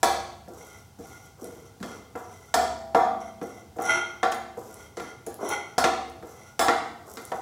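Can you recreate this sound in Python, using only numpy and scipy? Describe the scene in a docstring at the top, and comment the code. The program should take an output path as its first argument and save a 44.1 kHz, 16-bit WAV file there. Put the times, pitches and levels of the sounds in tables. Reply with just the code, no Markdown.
"""A steel spoon stirs seeds in a frying pan: noise knocks and ringing modes make its thuds, clanks and
chatter. Each stroke is random tiny contacts: seeds rumble and rustle as they are shoved aside, then the
edge bites the metal and scrapes in stick-slip. Hot seeds tick now and then as short noise bursts, and
the spoon's rim sometimes tinks. Under it a gas burner hushes as coloured noise, the hollow stove booms
after sharp knocks, and the tiled kitchen adds reflections."""
import sys
import numpy as np
from scipy import signal
from scipy.fft import rfft, irfft
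from scipy.io import wavfile
from scipy.ndimage import uniform_filter1d, map_coordinates

SR = 44100
rng = np.random.default_rng(int(sys.argv[2]) if len(sys.argv) > 2 else 0)


def store_pcm(level_fs):
    """Save levels as 16-bit WAV."""
    pcm = np.round(np.clip(level_fs, -1, 1) * 32767).astype(np.int16)
    wavfile.write(sys.argv[1], SR, np.atleast_2d(pcm).T)


N = 326781  # length in samples
RING = np.arange(SR) / SR  # one second of time, in seconds


def undb(db):
    """Turn decibels into a gain."""
    return 10 ** (np.asarray(db) / 20)


def unit(x):
    """Scale a sound to rms 1."""
    return x / np.sqrt(np.mean(x ** 2))


def unit_energy(x):
    """Scale a short sound or response to energy 1."""
    return x / np.linalg.norm(x)


def ramp(x):
    """Rise from 0 to 1 and stay there."""
    return np.clip(x, 0, 1)


def through(x, response):
    """Pass a sound through an impulse response."""
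    return signal.fftconvolve(x, response)[:len(x)]


def colour(x, points, size=4096):
    """Filter a sound to the given (pitch_hz, level_db) outline, with no sound before its cause."""
    hz, db = np.transpose(points)
    grid = np.log(np.fft.rfftfreq(size, 1 / SR) + 1)
    log_gain = np.log(undb(np.interp(grid, np.log(hz), db)))
    # folding the cepstrum gives the minimum-phase response
    cepstrum = irfft(log_gain)[:size // 2]
    cepstrum[1:] *= 2
    response = irfft(np.exp(rfft(cepstrum, size)))[:size // 2]
    return through(x, response)


def fade(t60):
    """Die away over one second of time, falling 60 dB every t60 seconds."""
    return undb(-60 * RING / t60)


def walk(rate):
    """Wander slowly at random, with rms 1; rate is in new values per second."""
    k = int(SR / rate)
    steps = np.repeat(rng.standard_normal(N // k + 1), k)
    return unit(uniform_filter1d(steps, k)[:N])


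def clicks(rate, spread_db, size):
    """Random tiny contacts of uneven strength, about rate per second, at rms 1."""
    sign = rng.choice([-1, 1], size)
    strength = sign * undb(spread_db * rng.uniform(-1, 1, size))
    return unit((rng.random(size) < rate / SR) * strength)


def modes(hz, db, t60, scatter_db, split, count=3):
    """Ringing metal: unevenness splits each mode into close partials that beat, wider in the treble."""
    hz, db, t60 = (np.repeat(v, count) for v in (hz, db, t60))
    sign = rng.choice([-1, 1], len(hz) // count).repeat(count)
    gain = undb(db + scatter_db * rng.standard_normal(len(hz))) * sign
    hz = hz * (1 + split * hz / 1000 * rng.uniform(-1.01, 1, len(hz)))
    phase = (2 * np.pi * hz[:, None] * RING).astype(np.float32)
    decay = np.exp((-np.log(1000) / t60[:, None] * RING).astype(np.float32))
    return unit_energy(gain @ (np.sin(phase) * decay))


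def roll_off(hz, cut_hz, db_per_oct):
    """Gain of a contact: flat up to its cut-off, then falling."""
    return 1 / np.hypot(1, undb(db_per_oct * np.log2(hz / cut_hz)))


# how long the tiled room rings: pitch_hz, t60_s (time to fall 60 dB)
ROOM_DECAY = [(100, 0.36), (260, 0.86), (700, 0.65), (1840, 0.68), (4850, 0.67), (12800, 0.32)]


def kitchen(wet_db, build_s=0.0017):
    """Direct sound, then dense reflections from the tiles that build up and fade at each pitch's own pace."""
    hz, t60 = np.transpose(ROOM_DECAY)
    noise = rfft(rng.standard_normal(SR))
    log_hz = np.log(np.arange(len(noise)) + 1)
    tail = np.zeros(SR)
    for share, t in zip(np.eye(len(hz)), t60):
        # share picks out one overlapping band
        tail += irfft(noise * np.interp(log_hz, np.log(hz), share), SR) * fade(t)
    response = undb(wet_db) * unit_energy(tail * (1 - np.exp(-RING / build_s)))
    response[0] += 1
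    return response


# tone of the gas flame: pitch_hz, level_db (relative)
FLAME_TONE = [(24, -25), (40, 8.5), (91, 22.5), (570, -3), (790, 8), (1210, -6.5), (1370, 0.5),
              (1760, -10.5), (5440, -8), (16000, -15.5)]


def burner(level_db=-52.5, flutter_db=0.53):
    """The gas flame: noise coloured to a soft, slightly fluttering hush."""
    hush = unit(colour(rng.standard_normal(N), FLAME_TONE))
    return undb(level_db + flutter_db * walk(15)) * hush


# bright resonances of the spoon's bowl: pitch_hz, width_hz, level_db (relative)
BOWL_MODES = [(7220, 60, -0.5), (6870, 23, -3), (6540, 16, -5), (8230, 9.1, -10), (9830, 42, 1),
              (10350, 77, -15), (10640, 48, 1.5), (13200, 29, -9), (13700, 31, -2), (14500, 30, -19),
              (15000, 80, 0)]


def spoon_bowl(scatter_db):
    """The spoon's bowl rings at its own pitches; a narrower resonance rings longer."""
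    hz, width_hz, level_db = np.transpose(BOWL_MODES)
    return modes(hz, level_db, np.log(1000) / (np.pi * width_hz), scatter_db, split=0.0015)


# ringing of the pan: pitch_hz, t60_s (left to ring freely), wall_db, floor_db, scraped_db
# (relative levels when struck on the wall, struck on the floor, or scraped)
PAN_MODES = [(203, 3.24, -28, -28, -49), (229.3, 2.04, -26, -19.5, -44), (355.4, 1.1, -15, -12, -8),
             (438, 0.42, -11, -19, -23), (473.3, 0.26, -8.5, 15.5, -10), (660, 1.1, 1, 2, -4),
             (710, 0.74, -4.5, 8.5, -12), (755, 0.53, 8.5, 4.5, -33), (812.8, 0.77, -12, -1.5, 4),
             (793, 1.7, 1, -37, -42), (851, 1, -5, -15, -27), (962, 0.64, 3.5, -5, -10),
             (960, 0.82, 7, -11, -29), (1148, 0.48, -12, 7, -4), (1141, 0.58, -13, 10, -40),
             (1341, 0.64, -6, 9.5, -10), (1381, 0.29, -10, 15.5, 6.5), (1417, 0.66, 5, -28, 6.5),
             (1678, 0.23, 4, -12, -13.5), (1780, 0.38, 5, -17, -17), (2047, 0.59, -9, -6, 0.5),
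             (2079, 0.77, -25.5, 5.5, 4), (2134, 0.92, -38, -26, 0.5), (2740, 0.92, -27, -17, -13),
             (3183, 0.7, -18, -20, -2), (3600, 0.45, -17, -14, -14), (4260, 0.45, -42, -34, -7.5),
             (5040, 0.23, -12, -16, -24), (5440, 0.35, -2, -27, -7), (6400, 0.24, -34, -29, -40)]
# tone of the short clank: pitch_hz, level_db (relative)
CLANK_TONE = [(71, -65), (120, -48.5), (231, -21.5), (418, -16), (473, -9), (580, -10), (773, 12),
              (856, -8.5), (930, -3.5), (1070, -4), (1340, -8), (2930, -28), (3170, -23), (6240, -30),
              (16000, -52)]


def blow(room, steel_db, place, chatter_db, chatter_s, ring_db=-1.5, ring_growth=0.13,
         bowl_db=-29, bowl_choke=0.26, clank_t60=0.049, crack_db=-8, crack_t60=0.062):
    """One knock: a crack, a dense clank and the ring of pan and spoon; then the spoon buzzes on the metal."""
    pan_hz, pan_t60, wall_db, floor_db, _ = np.transpose(PAN_MODES)
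    clank, crack = (unit_energy(rng.standard_normal(SR) * fade(t)) for t in (clank_t60, crack_t60))
    buzz = clicks(rate=810, spread_db=4, size=SR) * np.exp(-(RING / chatter_s) ** 4)
    contacts = undb(chatter_db) * unit_energy(buzz)
    contacts[0] += 1  # the first hit
    # a harder knock rings the pan more and chokes the spoon's bowl
    struck_db = wall_db + place * (floor_db - wall_db)
    ring = modes(pan_hz, struck_db, pan_t60, scatter_db=1.5, split=0.00504)
    ring *= undb(ring_db + ring_growth * steel_db)
    bowl = spoon_bowl(scatter_db=3) * undb(bowl_db - bowl_choke * steel_db)
    body = unit_energy(through(unit_energy(colour(clank, CLANK_TONE)) + bowl, room))
    edge = unit_energy(colour(crack, [(200, -31), (800, 7), (1250, -5.0), (1700, -4.5), (2500, -17),
                                      (7000, -18.0), (16000, -42)]))
    return through(body + ring, contacts) + undb(crack_db) * edge


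# edges of the bands that set a knock's balance: pitch_hz
BAND_EDGES = [150, 550, 1000, 2400, 8000, 16000]


def band_levels(x, weigh_s=0.22):
    """Level of a knock's first moments in each band, in dB."""
    size = int(weigh_s * SR)
    power = 2 * abs(rfft(x[:size], SR)) ** 2 / (SR * size)
    return 10 * np.log10([power[lo:hi].sum() for lo, hi in zip(BAND_EDGES, BAND_EDGES[1:])])


# spoon blows: start_s, thud_db, thud_cutoff_hz, steel_db (bare metal contact), steel_cutoff_hz,
# place (0 wall to 1 floor), chatter_db; all levels are relative
SPOON_BLOWS = [(0.03, -7.5, 328, 0.5, 15000, 0.34, -7), (0.476, -15.5, 524, -26.5, 900, 0.79, 4),
               (0.987, -14.5, 390, -31.5, 6040, 0.35, 8), (1.413, -10.5, 473, -39, 6000, 0.34, 16),
               (1.802, -10, 272, -33, 9000, 0.31, -2), (1.828, -20, 380, -20.5, 6650, 1, -30),
               (2.154, -9, 553, -13, 1080, 0.69, -12), (2.541, -12, 314, -0.5, 10700, 0.26, -5),
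               (2.947, 2, 573, 3.5, 1620, 0.32, 0), (3.414, -6.5, 487, -19.5, 1580, 0.57, -8),
               (3.761, -15, 542, -30.5, 1200, 0.4, -19), (3.786, -6, 636, -7, 1100, 0.51, 7.5),
               (4.23, -8, 450, 0.5, 2360, 0.55, -3), (4.321, -19, 450, -12.5, 5200, 0.67, -27),
               (4.571, -10, 485, -24, 1000, 0.27, -10), (4.97, -11, 480, -21.5, 7450, 0.73, -28),
               (4.998, -13, 456, -19, 2670, 1, -21), (5.265, -8.5, 600, -25.5, 9000, 0.36, -1),
               (5.424, -6.5, 600, -15.5, 1000, 0.63, 18), (5.781, -9, 357, -2, 9400, 0.38, -4.5),
               (5.841, -1, 440, 0.5, 4600, 0.59, -21), (6.225, -15.5, 537, -23.5, 1200, 0.75, -2),
               (6.593, -7, 378, -0.5, 13500, 0.41, 3), (6.683, -2.5, 550, 1, 2700, 0.76, -39),
               (7.171, -17.5, 453, -21.5, 6000, 1, -31), (7.318, -7, 710, -10.5, 1760, 0.37, -15)]
# reference knock in each band, before contact strength and cut-off: level_db on the wall, on the floor
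WALL_BALANCE = [-34, -19.5, -34, -35.5, -36.5]
FLOOR_BALANCE = [-30, -34, -24.5, -30.5, -36]
STEEL_DB_PER_OCT = 10  # how steeply a longer contact loses its treble
# the buzz lasts this long, or this share of the time to the next blow if that is shorter
CHATTER_S, CHATTER_SHARE = 0.11, 0.47


def blows(bass_db=-5):
    """Steel on steel: the sharper the contact, the brighter the knock."""
    out, room = np.zeros(N + SR), kitchen(wet_db=5.5)
    centres = np.sqrt(np.multiply(BAND_EDGES[:-1], BAND_EDGES[1:]))
    hz = np.geomspace(BAND_EDGES[0], BAND_EDGES[-1], 28)
    gaps = np.diff([row[0] for row in SPOON_BLOWS], append=np.inf)
    for (s, _, _, steel_db, cut_hz, place, chatter_db), gap_s in zip(SPOON_BLOWS, gaps):
        chatter_s = min(CHATTER_S, CHATTER_SHARE * gap_s)
        knock = blow(room, steel_db, place, chatter_db, chatter_s)
        # bring every band to its level for this place on the pan
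        target_db = WALL_BALANCE + place * np.subtract(FLOOR_BALANCE, WALL_BALANCE)
        balance = target_db - band_levels(knock)
        body_db = np.interp(np.log(hz), np.log([hz[0], *centres]), [balance[0] + bass_db, *balance])
        contact_db = steel_db + 20 * np.log10(roll_off(hz, cut_hz, STEEL_DB_PER_OCT))
        start = int(s * SR)
        out[start:start + SR] += colour(knock, list(zip(hz, body_db + contact_db)))
    return out[:N]


# tone of pan and stove thudding together: pitch_hz, level_db (relative)
THUD_TONE = [(70, -15.5), (130, -17), (175, -6), (245, 1.5), (300, -0.5), (355, 5), (410, -5.5),
             (470, 11.5), (560, -2), (700, 12), (1200, -12.5)]
THUD_DB_PER_OCT = 25  # fall above each thud's cut-off
# at this steel level a thud swells over this time; less steel makes it slower
CUSHION_S, CUSHION_DB = 0.0068, -30.5


def thuds(db=8, t60=0.15, tail_db=-12, tail_t60=1.0):
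    """Each blow, cushioned by seeds, jolts pan and stove: a dull noise thud that hangs briefly in the room."""
    out = np.zeros(N + SR)
    hz = np.geomspace(50, 5000, 40)
    decay = fade(t60) + undb(tail_db) * fade(tail_t60)
    for s, thud_db, cut_hz, steel_db, *_ in SPOON_BLOWS:
        swell = 1 - np.exp(-RING * undb(steel_db - CUSHION_DB) / CUSHION_S)
        jolt = colour(rng.standard_normal(SR) * swell * decay, THUD_TONE)
        soft_db = 20 * np.log10(roll_off(hz, cut_hz, THUD_DB_PER_OCT))
        cushioned = colour(jolt, list(zip(hz, soft_db)))
        start = int(s * SR)
        out[start:start + SR] += undb(db + thud_db) * unit_energy(cushioned)
    return out[:N]


def stove_boom(hz=72, t60=1.65, swell_s=0.027, db=-35, floor_db=-14, sharp_hz=3500):
    """Sharp steel knocks, most of all on the pan's wall, shake the hollow stove, which swells into a low boom."""
    force = np.zeros(N)
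    for s, _, _, steel_db, cut_hz, place, _ in SPOON_BLOWS:
        sharpness = roll_off(sharp_hz, cut_hz, STEEL_DB_PER_OCT)
        force[int(s * SR)] = undb(db + steel_db + floor_db * place) * sharpness
    boom = np.sin(2 * np.pi * hz * RING) * fade(t60) * (1 - np.exp(-RING / swell_s))
    return through(force, boom)


def seed_jumps(db=-44.5, growth=0.55, t60=0.29):
    """Loudness of the patter of seeds thrown up by the blows: a heavier thud throws up more."""
    kicks = np.zeros(N)
    for s, thud_db, *_ in SPOON_BLOWS:
        kicks[int(s * SR)] = undb(db + growth * thud_db)
    return through(kicks, fade(t60))


# strokes through the seeds: start_s, length_s, bite_s (time until the edge bites the metal),
# drag_db, scrape_db, rustle_db (levels before the mix gains in stirring)
SPOON_STROKES = [(0.496, 0.31, 0.12, -44, -51, -52), (0.979, 0.28, 0.08, -50, -52.5, -51),
                 (1.367, 0.31, 0.084, -44.5, -53, -54.5), (1.823, 0.14, 0.04, -39.5, -46.5, -52.5),
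                 (2.138, 0.37, 0.17, -47, -56.5, -54), (3.177, 0.099, 0.04, -60, -51, -60),
                 (3.39, 0.22, 0.036, -49, -52, -56), (3.774, 0.19, 0.12, -34, -22.5, -51),
                 (4.584, 0.28, 0.13, -43, -51.5, -52), (4.956, 0.14, 0.013, -42.5, -47, -70),
                 (5.382, 0.14, 0.13, -26.5, -25.5, -50), (6.21, 0.29, 0.13, -45.5, -52, -56),
                 (7.043, 0.53, 0.13, -41.5, -55, -48.5)]
LAND_S, LIFT_S = 0.028, 0.041  # the spoon settles into the seeds, and leaves the pan
DRAG_FALL_DB_PER_S, SEEDS_FALL_DB_PER_S = 40.5, 23  # the heap ahead of the spoon thins out
TUMBLE_S = 0.039  # the seeds take this long to get moving
BITE_DB, EASE_DB_PER_S = 32, 13  # the scrape swells as the edge reaches metal, then the hand eases off
GRIT_LEAD = 0.61  # grit has swelled fully after this share of the bite time
GRIT_GROWTH, GRIT_PIVOT_DB = 0.73, -58  # pressing harder adds less grit than ring; equal at the pivot


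def stir_gains():
    """Gains of drag, ring, grit and rustle: each stroke shoves seeds aside, bites the metal and lifts."""
    gains = np.zeros((4, N))
    for s, length_s, bite_s, drag_db, scrape_db, seeds_db in SPOON_STROKES:
        first = int(s * SR)
        age = RING[:N - first]
        contact = ramp(age / LAND_S) * ramp(1 - (age - length_s) / LIFT_S)
        ease_db = EASE_DB_PER_S * np.maximum(age - bite_s, 0)
        grit_db = GRIT_PIVOT_DB + GRIT_GROWTH * (scrape_db - GRIT_PIVOT_DB)
        drag = undb(drag_db - DRAG_FALL_DB_PER_S * age)
        ring = undb(scrape_db - BITE_DB * ramp(1 - age / bite_s) - ease_db)
        grit = undb(grit_db - BITE_DB * ramp(1 - age / (GRIT_LEAD * bite_s)) - ease_db)
        seeds = undb(seeds_db - SEEDS_FALL_DB_PER_S * age) * ramp(age / TUMBLE_S)
        gains[:, first:first + len(age)] += contact * np.array([drag, ring, grit, seeds])
    return gains


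# tones of the gritty edge, the rumbling drag and the rustling seeds: pitch_hz, level_db (relative)
GRIT_TONE = [(1410, -30), (2400, -7), (3960, -2.5), (4420, -1), (5140, -10.5), (5570, 3), (8750, -19),
             (9480, -10), (16000, -39)]
DRAG_TONE = [(88, -33), (150, -33), (408, 2), (465, -0.5), (534, -3.5), (647, -5), (818, -6.5),
             (877, -11.5), (1200, -7.5), (1560, -18), (2640, -120)]
SEED_TONE = [(1470, -44), (2500, -47), (2970, -90), (3180, -24), (5030, 9.5), (7470, 15.5), (8800, 8),
             (12500, 11), (16000, 1.5)]
SPOON_DAMPING = 3.2  # the pressing spoon makes the pan's ring this many times shorter
WAVER, WAVER_PER_S = 0.01, 18  # typical pitch bend as a share of pitch, and new bends per second


def stirring(drag_db=-3, ring_db=-1, grit_db=-4, seeds_db=-3, rasp_db=-12):
    """The spoon rumbles over seeds, its edge sticks and slips on the metal, and seeds tumble."""
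    drag, ring, grit, seeds = stir_gains()
    seeds = np.hypot(seeds, seed_jumps())
    hz, t60, _, _, scraped_db = np.transpose(PAN_MODES)
    # the edge catches and lets go in short bursts
    bursts = undb(3 * walk(50).clip(-2, 1.3))
    slips = unit(clicks(rate=1000, spread_db=7, size=N) * bursts)
    pan = modes(hz, scraped_db, t60 / SPOON_DAMPING, scatter_db=0.5, split=0.00615)
    singing = through(ring * slips, pan)
    # changing pressure bends the pitch: read the sound slightly early or late
    drift = np.cumsum(WAVER * walk(WAVER_PER_S))
    drift = drift - uniform_filter1d(drift, size=8000)
    singing = map_coordinates(singing, [np.arange(N) + drift], mode="nearest")
    rasp = unit(colour(slips, [(500, -8), (900, 1.5), (1420, -17), (1750, -15.5), (2100, 7), (2700, -40)]))
    edge = unit(colour(through(slips, rng.standard_normal(SR) * fade(0.0037)), GRIT_TONE))
    rumble = unit(colour(clicks(rate=700, spread_db=9, size=N), DRAG_TONE))
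    tumbling = clicks(rate=600, spread_db=10, size=N) * undb(2 * walk(35).clip(-2, 1.5))
    rustle = unit(colour(tumbling, SEED_TONE))
    dry = undb(drag_db) * drag * rumble + undb(grit_db) * grit * edge
    dry += undb(seeds_db) * seeds * rustle + undb(rasp_db) * ring * rasp
    noises = through(dry, unit_energy(kitchen(wet_db=-2)))
    return noises + undb(ring_db) * through(singing, unit_energy(kitchen(wet_db=-4.5)))


# seeds ticking in the heat: start_s, peak_db (before the shared gain and the room)
SEED_POPS = [(0.824, -46), (1.4441, -24.5), (1.5584, -45), (4.7426, -27), (5.3428, -23.5), (6.0994, -34.5),
             (6.1624, -48), (7.1157, -30), (7.1387, -23), (7.2524, -20.5)]


def pops(db=-2):
    """A hot seed splits with one tiny bright tick: a very short burst of noise."""
    out = np.zeros(N + SR)
    for s, peak_db in SEED_POPS:
        burst = rng.standard_normal(SR) * fade(0.0027)
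        tick = colour(burst, [(1000, -24), (4000, -9.0), (10000, 8.5), (16000, -1.5)])
        start = int(s * SR)
        out[start:start + SR] += undb(peak_db + db) * tick / abs(tick).max()
    return through(out[:N], kitchen(wet_db=-4))


# taps of the spoon's rim: start_s, level_db (before the shared gain and the room)
RIM_TAPS = [(3.821, -9), (3.854, -16), (4.317, -11), (4.345, -14), (5.265, -9.5), (5.489, -4)]


def tinks(db=-7, tick_db=-2, tick_t60=0.036):
    """The rim grazes the pan: a thin noise tick, and the spoon's bowl rings freely."""
    out = np.zeros(N + SR)
    for s, tap_db in RIM_TAPS:
        bowl = spoon_bowl(scatter_db=2)
        burst = rng.standard_normal(SR) * fade(tick_t60)
        tick = unit_energy(colour(burst, [(1500, -12), (5000, -7.5), (10000, 11), (16000, -5)]))
        start = int(s * SR)
        out[start:start + SR] += undb(db + tap_db) * (bowl + undb(tick_db) * tick)
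    return through(out[:N], kitchen(wet_db=-3))


def scene():
    """Flame, spoon, pan, stove and seeds together."""
    mix = burner() + blows() + thuds() + stove_boom() + stirring() + pops() + tinks()
    return mix[None]


def record(dry):
    """Round the loudest peaks, thin the deep bass and cut the top."""
    rounded = np.tanh(1.137 * dry) / 1.265
    thin = signal.sosfilt(signal.butter(3, 58, "highpass", fs=SR, output="sos"), rounded)
    return signal.sosfilt(signal.ellip(10, 0.2, 80, 16000, fs=SR, output="sos"), thin)


dry = scene()
out = record(dry)
store_pcm(out)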